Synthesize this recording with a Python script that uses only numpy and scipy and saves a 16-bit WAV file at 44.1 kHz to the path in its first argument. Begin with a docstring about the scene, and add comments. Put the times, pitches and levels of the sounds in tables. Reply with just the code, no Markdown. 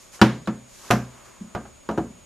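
"""A wooden games table in a small room, heard from the stereo microphone of a tape camera close by.
Skin brushes the lid of a closed laptop as it is lowered. One edge knocks down, overloading the input;
a small metal part ticks, the laptop rocks back, the other edge drops, and last it is nudged.
Each contact rings the low modes of the table and the dense, short modes of the case; the room answers.
Throughout, the camera combs the sound and adds hiss and a thin whine."""
import sys
import numpy as np
from scipy import signal
from scipy.fft import rfft, irfft, next_fast_len
from scipy.io import wavfile

SR = 44100
rng = np.random.default_rng(int(sys.argv[2]) if len(sys.argv) > 2 else 0)


def transcribe(signal):
    """Save signal, clipped to [-1, 1], as a 16-bit WAV file at the path in sys.argv[1]."""
    frames = np.atleast_2d(signal).T
    limited = np.clip(frames, -1, 1)
    pcm = np.round(limited * 32767).astype(np.int16)
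    wavfile.write(sys.argv[1], SR, pcm)


N = 99225

# Stereo width of knocks and rubbing, side against mid: frequency_hz, side_db
CONTACT_WIDTH = [(100, -19.5), (500, -18), (1200, -16), (2500, -13), (4500, -9), (10000, -2.5)]
# Stereo width of skin hiss and steady hiss: frequency_hz, side_db
HISS_SPREAD = [(60, -3.5), (500, 2), (2000, -8), (8000, -3)]


def knocks():
    """Each contact rings case, table and room; a soft one loses the treble, a small one the bass."""
    # Laptop meeting table: start_s, level_db, treble_hz (high = hard), bass_hz (high = small contact),
    # case_db, table_db, heave_db, boom_db, thump_db, click_db
    contacts = [ (.193, -33, 1920, 300, 0, -4, -14, -15, -10, -17),
                (0.212, -49, 2500, 300, 2, -8, -10, -15, -13, -8),
                (0.2152, 0.5, 2800, 97, -1, 0, 0, 0, -9, -13),
                (0.474, -15.5, 1690, 110, -3, 3, 4, 1, -9, -20.5),
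                (0.9041, -6.5, 1340, 272, 0.5, -6, -13, 2, -9, -22),
                (0.9097, -3.5, 1630, 430, 4, -5, -26, -31, -8, -6),
                (0.9216, -20, 1320, 68, -4, 13.5, 1, 11.5, 10, -6),
                (1.4047, -27, 245, 130, -8, 4.5, 2, -6.5, -7, -28),
                (1.5498, -14.5, 1240, 70, 4, -9, 0, -6.5, 0, -22),
                (1.653, -33.5, 1400, 150, 3.5, -9.5, -8, -32, 2, -30),
                (1.8893, -12, 1047, 327, 1, 0.5, -1, -20, -2.5, -27),
                (1.912, -19, 700, 150, 10, -0.5, 2, -22, -12, -20),
                (1.9755, -18.5, 1180, 100, 2, 8, -8, -6, -12, -23),
                (1.9807, -9.5, 615, 115, 2, -8.5, 3.5, -12.5, -1.5, -26),
                (2.042, -33.5, 420, 220, -4, -3, 7, -9, -7, -21)]
    # Modes of the laptop case: pitch_hz, level_db, t60_s
    case_modes = [(670.5, -15, 0.058), (719.7, -18.5, 0.16), (800.7, -20, 0.095), (895, -26, 0.067),
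                  (949.6, -17.5, 0.11), (975, -36.5, 0.13), (1149, -36.5, 0.11), (1228, -25.5, .22),
                  (1422, -14.5, 0.043), (1575, -29, 0.32), (2920, -22, 0.088), (3037, -19, 0.06),
                  (3990, -17, 0.047), (9080, -19, .3)]
    # Modes of the table: pitch_hz, level_db, t60_s
    table_modes = [(181.7, -12, 0.26), (213.9, -8, 0.25), (228.6, -20, 0.36), (246.3, -18.5, 0.4),
                   (277.3, -24, 0.39), (326.9, -14.5, 0.19), (376.5, -25, 0.33), (422.3, -28.5, 0.37),
                   (509, -27.5, 0.35), (558, -23, 0.22)]
    # The table top gives way and springs back: pitch_hz, level_db, t60_s
    heave_modes = [(177.7, -9.5, 0.055), (324.7, -13.5, 0.11)]
    # Lowest mode of the top, rung by the laptop's full weight: pitch_hz, level_db, t60_s
    boom_mode = [(125.6, -15, 0.4)]
    ring_s, table_rise_s = 0.9, 0.001
    thump_hz, thump_t60_s = 67.3, 0.55
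    t = np.arange(next_fast_len(int(ring_s * SR), True)) / SR
    rise = 1 - np.exp(-t / table_rise_s)
    thump = modes([(thump_hz, -29, thump_t60_s)], t)
    heave, boom = modes(heave_modes, t), rise * modes(boom_mode, t)
    out = np.zeros((2, N + len(t)))
    for start_s, level_db, treble_hz, bass_hz, *balance in contacts:
        case_db, table_db, heave_db, boom_db, thump_db, click_db = balance
        body = clatter(t) + undb(case_db) * struck_modes(case_modes, t)
        body += undb(table_db) * rise * struck_modes(table_modes, t) + undb(heave_db) * heave
        body = signal.sosfilt(signal.butter(2, treble_hz, fs=SR, output="sos"), body)
        body = signal.sosfilt(signal.butter(2, bass_hz, "high", fs=SR, output="sos"), body)
        body += undb(boom_db) * boom + undb(thump_db) * thump
        i = int(start_s * SR)
        out[:, i:i + len(t)] += undb(level_db) * (body + undb(click_db) * edge_click(t))
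    return out[:, :N]


def struck_modes(table, t, spot_db=3):
    """Decaying sines whose strength and phase depend on the spot that is struck."""
    out = 0
    for hz, db, t60 in table:
        strength, phase = rng.random(2)
        gain = undb(db + spot_db * (2 * strength - 1.5))
        out += gain * fade(t, t60) * np.sin(2 * np.pi * (hz * t + phase))
    return out


def clatter(t, t60_s=0.076, room_build_s=0.019):
    """Countless short modes of case and table, and the room's swelling answer, in third-octave bands."""
    # Spectrum of the dense modes: band_hz, level_db
    dense_modes = [(35, -14), (100, -7.5), (200, -10.5), (330, -4.5), (450, -1.5), (700, -4), (1400, 1.5),
                   (2100, -6.5), (3000, -1), (6000, 0.5), (14000, -29)]
    # Reverberation of the small room: band_hz, level_db, t60_s
    room = [(50.3, -29, 0.6), (123, -7.5, 0.86), (252, -1.5, 0.27), (510, -7, 0.4), (1180, -5.5, 0.35),
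            (2920, -6, 0.33), (7140, -2, 0.45), (13900, -16.5, .25)]
    hz = np.arange(len(t) // 2 + 1) * SR / len(t)
    mid, side = rfft(rng.standard_normal((2, len(t))))
    side *= undb(curve(hz, CONTACT_WIDTH))
    stereo = np.array([mid + side, mid - side])
    out = 0
    for centre_hz in 1000 * 2 ** (np.arange(-14, 12) / 3):
        in_band = np.abs(np.log2(np.maximum(hz, 1) / centre_hz)) < 1 / 6
        band = irfft(stereo * in_band, len(t))
        out += undb(9 + curve(centre_hz, dense_modes)) * burst(band, fade(t, t60_s))
        tail = fade(t, curve(centre_hz, room, column=2)) * (1 - np.exp(-t / room_build_s))
        out += undb(1.5 + curve(centre_hz, room)) * burst(band[:, ::-1], tail)
    return out


def edge_click(t, pan_db=-2):
    """A hard edge adds a bright click with a sharp snap and a longer tail, a little to the right."""
    # Spectrum of the click: frequency_hz, level_db
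    spectrum = [(300, -10), (1500, 16.5), (3500, -0.5), (6000, 5), (9000, -7.5), (10500, -9), (12000, -1),
                (13500, -18), (15000, -49)]
    edge = stereo_noise(spectrum, CONTACT_WIDTH, len(t))
    click = burst(edge, fade(t, t60_s=0.03))
    snap = undb(-4.5) * burst(edge, fade(t, t60_s=0.0056))
    tail = undb(-4) * burst(edge[:, ::-1], fade(t, t60_s=0.3))
    return undb(14) * (click + snap + tail) * pan(pan_db)


def metal_tick(start_s=0.4595):
    """A small metal part, probably the lid latch, ticks just before the laptop rocks back."""
    # Modes of the part: pitch_hz, level_db, t60_s
    metal_modes = [(3960, -2, 0.035), (4270, -8, 0.031), (4640, -10, 0.035)]
    t = np.maximum(np.arange(N) / SR - start_s, 0)
    return undb(-44) * modes(metal_modes, t)


def brushes():
    """Skin slides on the lid: a hiss that swells and dies, with a lower rub from the case."""
    # Strokes, their three times taken in rising order: start_s, peak_s, end_s, level_db, rub_db
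    strokes = [(-.05, 0.004, 0.17, -54, -13), (0.113, 0.146, 0.21, -47, -5.5),
               (0.653, .745, 1.1, -52.5, -41), (0.765, 0.896, 0.897, -51.5, 4.5),
               (1.0, 1.15, 1.79, -61.5, 7.5), (1.253, 1.244, 1.33, -64.5, 4.5)]
    # Hiss of sliding skin: frequency_hz, level_db
    skin_spectrum = [(100, -25), (700, 1), (2000, 2), (4000, 3), (6500, 7.5), (9000, 1), (12000, -1),
                     (15000, -19)]
    # Body of the rubbed case: frequency_hz, level_db
    rub_spectrum = [(60, -10), (200, 3), (400, 4), (600, -0.5), (780, 2), (1000, 8.5), (1300, 3.5),
                    (1900, -1.5), (3500, -10), (9000, -38)]
    t = np.arange(N) / SR
    skin = stereo_noise(skin_spectrum, HISS_SPREAD, N)
    rub = stereo_noise(rub_spectrum, CONTACT_WIDTH, N)
    out = 0
    for *times_s, level_db, rub_db in strokes:
        swell = np.interp(t, np.sort(times_s), [0, 1, 0])
        out += undb(level_db) * swell * (skin + undb(rub_db) * rub)
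    return out


def hiss(level_db=-55):
    """Steady hiss of room and microphone."""
    # Noise floor: frequency_hz, level_db
    spectrum = [(15, -27.5), (25, -4), (133, -7), (378, -10), (523, -12), (582, -4.5), (722, -15),
                (1140, -11.5), (1800, -19), (2300, -15), (4380, -21.5), (6380, -22.5), (6920, -17.5),
                (13500, -33), (15500, -61.5)]
    return undb(level_db) * stereo_noise(spectrum, HISS_SPREAD, N)


def drum_whine(pan_db=0.5):
    """The camera's spinning tape drum gives a thin, high whine."""
    # Harmonics of the drum: pitch_hz, rms_db
    harmonics = [(6744, -58.5), (8392, -78), (8692, -73), (9590, -73.5)]
    t = np.arange(N) / SR
    tones = sum(undb(db) * np.sin(2 * np.pi * (hz * t + rng.random())) for hz, db in harmonics)
    return np.sqrt(2) * tones * pan(pan_db)


def hum_comb(x, drum_hz=149.85, feedback=0.66):
    """The camera notches each multiple of the drum rate by subtracting a running mean of earlier turns."""
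    size = next_fast_len(N + SR // 4, True)
    hz = np.arange(size // 2 + 1) * SR / size
    turn_delay = np.exp(-2j * np.pi * hz / drum_hz)
    notches = (1 - turn_delay) / (1 - feedback * turn_delay)
    return irfft(rfft(x, size) * notches, size)[:, :N]


def undb(db):
    """Decibels to gain."""
    return 10 ** (np.asarray(db) / 20)


def pan(db):
    """Channel gains that put left db above right."""
    return undb([[db / 2], [-db / 2]])


def curve(hz, table, column=1):
    """Read one column of a table on a log-frequency axis."""
    points = np.array(table, float)
    return np.interp(np.log(np.maximum(hz, 1)), np.log(points[:, 0]), points[:, column])


def fade(t, t60_s):
    """Exponential decay, 60 dB down at t60_s."""
    return np.exp(-np.log(1000) * t / t60_s)


def modes(table, t):
    """Decaying sines that start together."""
    return sum(undb(db) * fade(t, t60) * np.sin(2 * np.pi * hz * t) for hz, db, t60 in table)


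def noise(spectrum, size):
    """Unit-rms noise with a given spectrum."""
    hz = np.arange(size // 2 + 1) * SR / size
    y = irfft(rfft(rng.standard_normal(size)) * undb(curve(hz, spectrum)), size)
    return y / y.std()


def stereo_noise(spectrum, width, size):
    """Stereo noise whose side part follows a width table."""
    hz = np.arange(size // 2 + 1) * SR / size
    side = irfft(rfft(noise(spectrum, size)) * undb(curve(hz, width)), size)
    return noise(spectrum, size) + np.array([side, -side])


def burst(x, envelope):
    """Stereo noise under an envelope, with unit mean energy per channel."""
    y = x * envelope
    return y / np.sqrt(np.sum(y ** 2) / 2)


def scene():
    """At the microphone: knocks, a tick and brushing skin over steady hiss."""
    return knocks() + metal_tick() + brushes() + hiss()


def record(dry, ceiling=0.71, top_hz=15000):
    """The input clips on the hardest knock, the comb hollows the sound, whine leaks in, the top is cut."""
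    heard = hum_comb(np.clip(dry, -ceiling, ceiling)) + drum_whine()
    return signal.sosfilt(signal.ellip(8, 0.2, 70, top_hz, fs=SR, output="sos"), heard)


dry = scene()
out = record(dry)
transcribe(out)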